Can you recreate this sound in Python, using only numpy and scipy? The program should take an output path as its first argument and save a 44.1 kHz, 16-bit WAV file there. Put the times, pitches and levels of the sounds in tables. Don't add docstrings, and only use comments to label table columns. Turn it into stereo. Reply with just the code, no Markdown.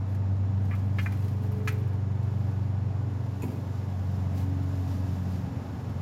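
import sys
import numpy as np
from scipy import signal
from scipy.fft import rfft, irfft, next_fast_len
from scipy.io import wavfile

SR = 44100
rng = np.random.default_rng(int(sys.argv[2]) if len(sys.argv) > 2 else 0)


def master(y):
    cut = np.clip(np.atleast_2d(y).T, -1, 1)
    pcm = np.round(cut * 32767)
    wavfile.write(sys.argv[1], SR, pcm.astype(np.int16))


N = 265300
TIME = np.arange(N) / SR


def tin(ring_db=-38.5, snap_hz=1750, snap_t60=.007, clatter_db=-38.5, clatter_t60=0.092,
        echo_db=-17.0, echo_t60=0.85, leak_db=-16):
    # start in seconds, lid, box and snap
    # levels in dB, treble cutoff in Hz, length of the slip in seconds, slip level in dB.
    contacts = [(0.711, -9, -13, -40, 2700, .014, -3), (0.734, -15, -18, -50, 2700, .008, -4),
                (0.9855, 0, -28, -31, 5300, 0.011, -1), (1.0606, -20, 1, -24, 2700, 0.004, -7),
                (1.124, -25, -18, -48, 12000, 0.0075, -6), (1.601, -17, -18, -48, 1700, .012, -4),
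                (1.6753, 1, -4, -20, 15500, 0.003, -12), (1.680, -4, -9, -24, 15500, 0.008, -9),
                (1.712, -15, -18, -44, 3000, 0.004, -8)]
    # frequency in Hz, level in dB, t60 in seconds.
    lid_modes = [(1312, 0, 0.085), (1685, 0, 0.065), (1730, 0, 0.06), (1982, -8, 0.13), (2116, -3, 0.11),
                 (2285, -2, .06), (2425, -5, 0.12), (2605, -6, 0.1), (2850, -6, 0.08), (2930, -9, .08),
                 (3203, -9, 0.09), (3335, -12, .08), (3660, -16, 0.07), (3860, -13, .06), (4200, -14, 0.09),
                 (4380, -16, .07), (5015, -17, 0.08), (5320, -17, 0.08), (6030, -17, 0.07),
                 (6780, -11, 0.05), (7150, -17, 0.07)]
    box_modes = [(1172, 4, 0.08), (1555, -4, 0.09), (1875, 4, 0.04), (1976, 3, 0.09), (2065, -2, 0.08),
                 (2398, 4, 0.08)]
    # frequency in Hz, spectral density in dB.
    crowd_spectrum = [(500, -20), (900, -5.5), (1400, -1), (2300, 1), (3400, -13), (7000, -10), (8500, -17),
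                      (12000, -13), (15500, -15)]
    out, age = np.zeros((2, N)), TIME[:SR // 2]
    crowd = noise(crowd_spectrum)
    echo = low_pass(crowd, 5000, order=2)
    for s, lid_db, box_db, snap_db, cutoff_hz, slip_s, slip_db in contacts:
        start = round(s * SR)
        span = slice(start, start + len(age))
        slips = (np.linspace(0, slip_s, 4) * rng.uniform(.85, 1.15, 4) * SR).astype(int)
        lid, box = from_db(lid_db), from_db(box_db)
        shell = lid * struck(lid_modes, slips, slip_db, len(age))
        shell += box * struck(box_modes, slips, slip_db, len(age))
        snap = from_db(snap_db) * fade(age, snap_t60) * np.sin(2 * np.pi * snap_hz * age)
        clatter = fade(np.maximum(age - slip_s, 0), clatter_t60) * crowd[:, span]
        clatter += from_db(echo_db) * fade(age, echo_t60) * echo[:, span]
        clatter *= from_db(clatter_db) * np.hypot(lid, box)
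        contact = from_db(ring_db) * shell + snap + clatter
        out[:, span] += low_pass(contact, cutoff_hz, order=4) + from_db(leak_db) * clatter
    return out * from_db([[-.75], [.75]])


def struck(modes, slips, slip_db, size, side_spread=0.45, travel_s=.0012):
    out = np.zeros((2, size))
    for hz, db, t60 in modes:
        force = np.zeros((2, size))
        heights = from_db(slip_db) * rng.choice([-1, 1], len(slips)) / np.sqrt(len(slips))
        heights[0] = 1
        delay = int(rng.uniform(0, travel_s) * SR)
        force[:, slips + delay] = heights * (1 + side_spread * rng.standard_normal((2, len(slips))))
        out += from_db(db) * ring(force, hz, t60)
    return out


def stump(tick_t60=0.022, crunch_db=-10, crunch_t60=0.38, ring_db=-8.0, boom_db=-11.0, boom_t60=0.62):
    # start in seconds, then thud, tick and ping levels in dB.
    knocks = [(3.421, -37, -46.5, -51), (3.434, -24.5, -59, -69), (3.439, -42, -50, -61),
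              (3.484, -35, -78, -76), (3.501, -46, -68, -73), (3.519, -47, -66, -78),
              (3.572, -41.5, -68, -76)]
    # frequency in Hz, level in dB, t60 in seconds.
    wood_modes = [(178, -14, 0.12), (232, -8, 0.22), (433, -3, 0.1), (978, -7.5, 0.092), (2250, -17, 0.12),
                  (2480, -14, 0.046), (2720, -23, 0.15)]
    steel_modes = [(2520, 7, .06), (4450, 0, 0.052), (6350, -9, .12), (6980, 9, 0.081), (8400, -2, 0.069),
                   (9700, -5, .07), (11370, -6, .14), (13430, -9, .1)]
    # frequency in Hz, spectral density in dB.
    tick_spectrum = [(1800, 0), (2500, 5), (3300, -7), (6200, -11), (7100, 1), (8000, -7), (11500, -1),
                     (15500, -2)]
    boom_spectrum = [(150, -6), (230, 7), (320, -3), (450, -9.5), (700, -19), (1500, -49), (2500, -46),
                     (4000, -52)]
    # centre in seconds, level in dB, half-length in seconds.
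    scrapes = [(3.53, -66, 0.08)]
    force, tick, boom = np.zeros((3, N))
    for s, thud_db, tick_db, _ in knocks:
        age = TIME - s
        force[round(s * SR)] = from_db(thud_db + ring_db)
        tick += from_db(tick_db) * (fade(age, tick_t60) + from_db(crunch_db) * fade(age, crunch_t60))
        boom += from_db(thud_db + boom_db) * fade(age, boom_t60)
    thud = sum(from_db(db) * ring(force, hz, t60) for hz, db, t60 in wood_modes)
    scrape = strokes(scrapes) * catches(per_s=370, spread_db=1.0, t60=.015)
    steel = np.hypot(tick, scrape) * noise(tick_spectrum)
    steel += pings([(s, db) for s, _, _, db in knocks], steel_modes, scuff_t60=0.015)
    return thud + boom * noise(boom_spectrum) + steel * from_db([[-1.2], [1.2]])


def fingers(grit=0.22):
    # centre in seconds, level in dB, half-length in seconds.
    slides = [(.12, -62, 0.05), (.66, -63, .03), (.76, -60, 0.15), (1.03, -50.5, 0.059), (1.2, -56.5, 0.23),
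              (1.45, -58.5, 0.051), (1.57, -58, 0.062), (1.71, -56, 0.078), (1.88, -65.5, 0.18),
              (2.27, -73, .06)]
    brushes = [(4.4, -51.5, 0.056), (4.637, -58, 0.013), (5.9, -58, .008)]
    # start in seconds, scratch and ping levels in dB, t60 of the scratch in seconds.
    grazes = [(0.147, -54, -77, 0.07), (.652, -65, -78, .06), (.751, -54, -69, 0.045),
              (.778, -69, -71, .05), (1.013, -58, -64, .04), (1.028, -54, -63, .04),
              (1.121, -52, -58, 0.082), (1.225, -70, -70, .04), (1.243, -58, -69, 0.12),
              (1.281, -55, -64, 0.08), (1.432, -63, -60, .07), (1.461, -64, -67, 0.037),
              (1.516, -62, -54, 0.074), (1.653, -59, -61, 0.026), (1.723, -54, -49, 0.043),
              (1.78, -62, -63, .05), (1.796, -60, -65, .03), (1.876, -60, -69, .04), (1.932, -56, -72, .05),
              (2.228, -59, -76, .14)]
    # frequency in Hz, spectral density in dB.
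    rub_spectrum = [(2000, 6.5), (4000, 1.5), (7000, -1.5), (8200, -6), (10000, -4.5), (13000, -1),
                    (15800, -4)]
    # frequency in Hz, level in dB, t60 in seconds.
    rim_modes = [(5860, -10, .06), (9400, -6, .04), (11450, -1, .05), (11830, -7, .045), (12350, -7, .04),
                 (12750, -2, .06), (13300, -7, .09), (13750, -2, .05), (14450, 0, .04), (15450, -1, .05)]
    friction = strokes(slides) * (1 - grit + grit * catches(per_s=310, spread_db=6.5, t60=0.013))
    friction += sum(from_db(db) * fade(TIME - s, t60) for s, db, _, t60 in grazes) + strokes(brushes)
    rub = friction * noise(rub_spectrum, ripple_db=2.5)
    rim = pings([(s, db) for s, _, db, _ in grazes], rim_modes, scuff_t60=0.045)
    return (rub + rim) * from_db([[-.8], [.8]])


def pings(taps, modes, scuff_t60, uneven_db=2.0):
    out = np.zeros((2, N))
    scuff = fade(TIME[:SR // 10], scuff_t60)
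    scuff /= np.linalg.norm(scuff)
    for hz, mode_db, t60 in modes:
        force = np.zeros((2, N))
        for s, tap_db in taps:
            start = round(s * SR)
            strength = from_db(tap_db + mode_db + uneven_db * rng.standard_normal((2, 1)))
            force[:, start:start + len(scuff)] += strength * scuff * rng.standard_normal((2, len(scuff)))
        out += ring(force, hz, t60)
    return out


def cloth(hold_from_s=2.8, hold_rise_s=0.58, hold_db=-65):
    # centre in seconds, level in dB, half-length in seconds.
    moves = [(2.45, -65.5, 0.27), (3.48, -64.5, 0.15), (3.76, -65, 0.07), (4.14, -64.5, 0.11),
             (4.38, -53, 0.0099), (4.77, -61, 0.13), (4.93, -56.5, 0.091), (5.13, -60.5, 0.14),
             (5.34, -58.5, 0.094)]
    # frequency in Hz, spectral density in dB.
    rustle_spectrum = [(1200, -4), (2500, 0.5), (5000, 2), (7200, -2), (8100, -9.5), (10000, -6.5),
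                       (13000, -3), (15800, -12)]
    held = from_db(hold_db) * np.clip((TIME - hold_from_s) / hold_rise_s, 0, 1)
    grain = 1.22 + 0.17 * catches(per_s=140, spread_db=0.0, t60=0.018)
    envelope = np.hypot(held, strokes(moves)) * grain
    return envelope * noise(rustle_spectrum, ripple_db=-1.5) * from_db([[-.4], [.4]])


def engine(blade_db=-45, load_db_per_hz=1.5, flutter_db=0.39, throb=0.017):
    # time in seconds, firing rate in Hz.
    speed_curve = [(0, 24.1), (0.5, 24.17), (1.0, 24.1), (1.6, 24.15), (2.0, 23.95), (2.5, 23.86),
                   (3.3, 23.82), (3.8, 23.55), (4.3, 23.12), (4.8, 23.05), (5.4, 22.82), (6.02, 22.7)]
    # time in seconds, level in dB.
    rumble_curve = [(0, -39), (1.0, -36.5), (2.0, -41), (3.0, -38.5), (3.7, -40.5), (4.4, -38.5),
                    (6.02, -35.5)]
    # frequency in Hz, spectral density in dB.
    rumble_spectrum = [(25, -32), (42, -8.5), (62, -4), (80, 7.5), (110, 8.5), (160, 3.5), (210, 0),
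                       (260, -1), (320, -16.5), (500, -37)]
    blade_spectrum = [(200, 4), (400, -1.5), (850, -0.5), (1100, -6), (1500, -10.5), (2200, -15.5),
                      (3000, -21), (5000, -25), (6400, -28.5), (7150, -26), (7800, -36.5), (13500, -38.5),
                      (15800, -49)]
    firing_hz = in_time(speed_curve)
    phase = 2 * np.pi * np.cumsum(firing_hz) / SR
    hum = exhaust(phase)
    rumble = from_db(in_time(rumble_curve)) * noise(rumble_spectrum)
    sag_hz = firing_hz.max() - firing_hz
    rush_db = blade_db + load_db_per_hz * sag_hz + flutter_db * drift(31.0)
    rush = from_db(rush_db) * noise(blade_spectrum, ripple_db=2.0) * (1 + throb * np.cos(phase))
    return hum + rumble + rush


def exhaust(phase, wobble_rad=0.0125, scatter_rad=0.21, waver_db=2.15, waver_hz=2.7):
    # time in seconds, level in dB.
    drone_curve = [(0, -31.5), (0.33, -25.5), (1.5, -29.5), (2.8, -29), (3.5, -36.5), (4.15, -28.5),
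                   (4.85, -30), (5.35, -32.5), (5.65, -45.5), (6.02, -29)]
    # order, level in dB.
    harmonics = [(5, -43), (6, -48.5), (7, -62), (8, -49), (9, -54.5), (12, -55), (16, -62), (18, -66)]
    # order, centre in seconds, rise in dB, half-length in seconds.
    swells = [(5, 2.23, 10.5, 1.56), (5, 3.82, -1, 0.59), (6, 2, 4.5, 1.4), (6, 4.46, 7.5, 0.56),
              (8, 0.53, 8.5, 0.31), (8, 1.57, 7, 0.55), (8, 2.53, 2, 0.44), (8, 4.28, 9, 0.26),
              (8, 5.25, 11, 0.3), (9, 4.3, 10, .25), (12, 3.17, 2, 0.41), (12, 4.5, 14.5, 0.22),
              (12, 4.9, 8.5, 0.22), (12, 5.28, 7, 0.61), (16, 2.2, 7.5, 0.54)]
    uneven = phase + wobble_rad * drift(4.3)
    hum = from_db(in_time(drone_curve)) * np.sin(4 * uneven)
    for order, db in harmonics:
        rise = sum(rise_db * swell(s, length) for k, s, rise_db, length in swells if k == order)
        waver = waver_db * drift(waver_hz) * from_db(-rise)
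        stray = scatter_rad * (order - 4) * drift(0.51)
        hum += from_db(db + rise + waver) * np.sin(order * uneven + stray)
    return np.sqrt(2) * hum * from_db([[-.3], [.3]])


def whine(hz=428.2):
    # time in seconds, level in dB.
    level_curve = [(1.0, -82), (1.25, -55), (1.45, -51), (1.6, -43), (1.8, -48), (2.0, -61)]
    return np.sqrt(2) * from_db(in_time(level_curve)) * np.sin(2 * np.pi * hz * TIME)


def noise(spectrum, ripple_db=0):
    # frequency in Hz, correlation from -1 to 1.
    likeness = [(30, 0.46), (100, 0.77), (250, 0.77), (500, 0.6), (1000, -0.098), (2000, -0.064),
                (4000, -0.036), (15000, -0.11)]
    size = next_fast_len(N)
    hz = np.arange(size // 2 + 1) * SR / size
    alike = at_hz(likeness, hz)
    mid, side = rfft(rng.standard_normal((2, size)))
    stereo = np.sqrt(1 + alike) * mid + np.sqrt(1 - alike) * side * [[1], [-1]]
    peaks_hz = np.geomspace(500, 16000, 300)
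    ripple = np.interp(hz, peaks_hz, rng.standard_normal(len(peaks_hz)), left=0)
    skirts = np.minimum(hz / spectrum[0][0], 1) / np.maximum(hz / spectrum[-1][0], 1)
    gain = from_db(at_hz(spectrum, hz) + ripple_db * ripple) * skirts ** 2
    return rms_one(irfft(gain * stereo, size)[:, :N])


def ring(force, hz, t60):
    r, w = from_db(-60 / (t60 * SR)), 2 * np.pi * hz / SR
    return signal.lfilter([0, np.sin(w)], [1, -2 * r * np.cos(w), r * r], force + 1e-18)


def catches(per_s, spread_db, t60):
    sizes = from_db(spread_db * np.minimum(rng.exponential(1, N), 3))
    impulses = sizes * (rng.random(N) < per_s / SR)
    return rms_one(signal.lfilter([1], [1, -from_db(-60 / (t60 * SR))], impulses + 1e-18))


def strokes(rows):
    return np.sqrt(sum((from_db(db) * swell(s, length)) ** 2 for s, db, length in rows))


def swell(s, length):
    return np.exp(-((TIME - s) / length) ** 2)


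def fade(age, t60):
    return (age >= 0) * from_db(-60 * np.clip(age / t60, 0, 4))


def drift(hz, step=40, settle=2000):
    r = np.exp(-2 * np.pi * hz * step / SR)
    white = rng.standard_normal(N // step + settle + 2)
    slow = signal.lfilter([1], [1, -2 * r, r * r], white)[settle:]
    return np.interp(np.arange(N) / step, np.arange(len(slow)), rms_one(slow))


def low_pass(x, hz, order):
    return signal.sosfilt(signal.butter(order, hz, fs=SR, output="sos"), x)


def in_time(curve):
    return np.interp(TIME, *np.transpose(curve))


def at_hz(points, hz):
    freqs, values = np.transpose(points)
    return np.interp(np.log(hz + 1e-9), np.log(freqs), values)


def from_db(db):
    return 10 ** (np.asarray(db) / 20)


def rms_one(x):
    return x / np.sqrt(np.mean(x ** 2) + 1e-20)


def scene():
    return engine() + whine() + tin() + stump() + fingers() + cloth()


def record(dry, left_hz=12500, cutoff_hz=15850):
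    heard = np.array([low_pass(dry[0], left_hz, order=1), dry[1]])
    return signal.sosfilt(signal.ellip(10, .1, 80, cutoff_hz, fs=SR, output="sos"), heard)


dry = scene()
out = record(dry)
master(out)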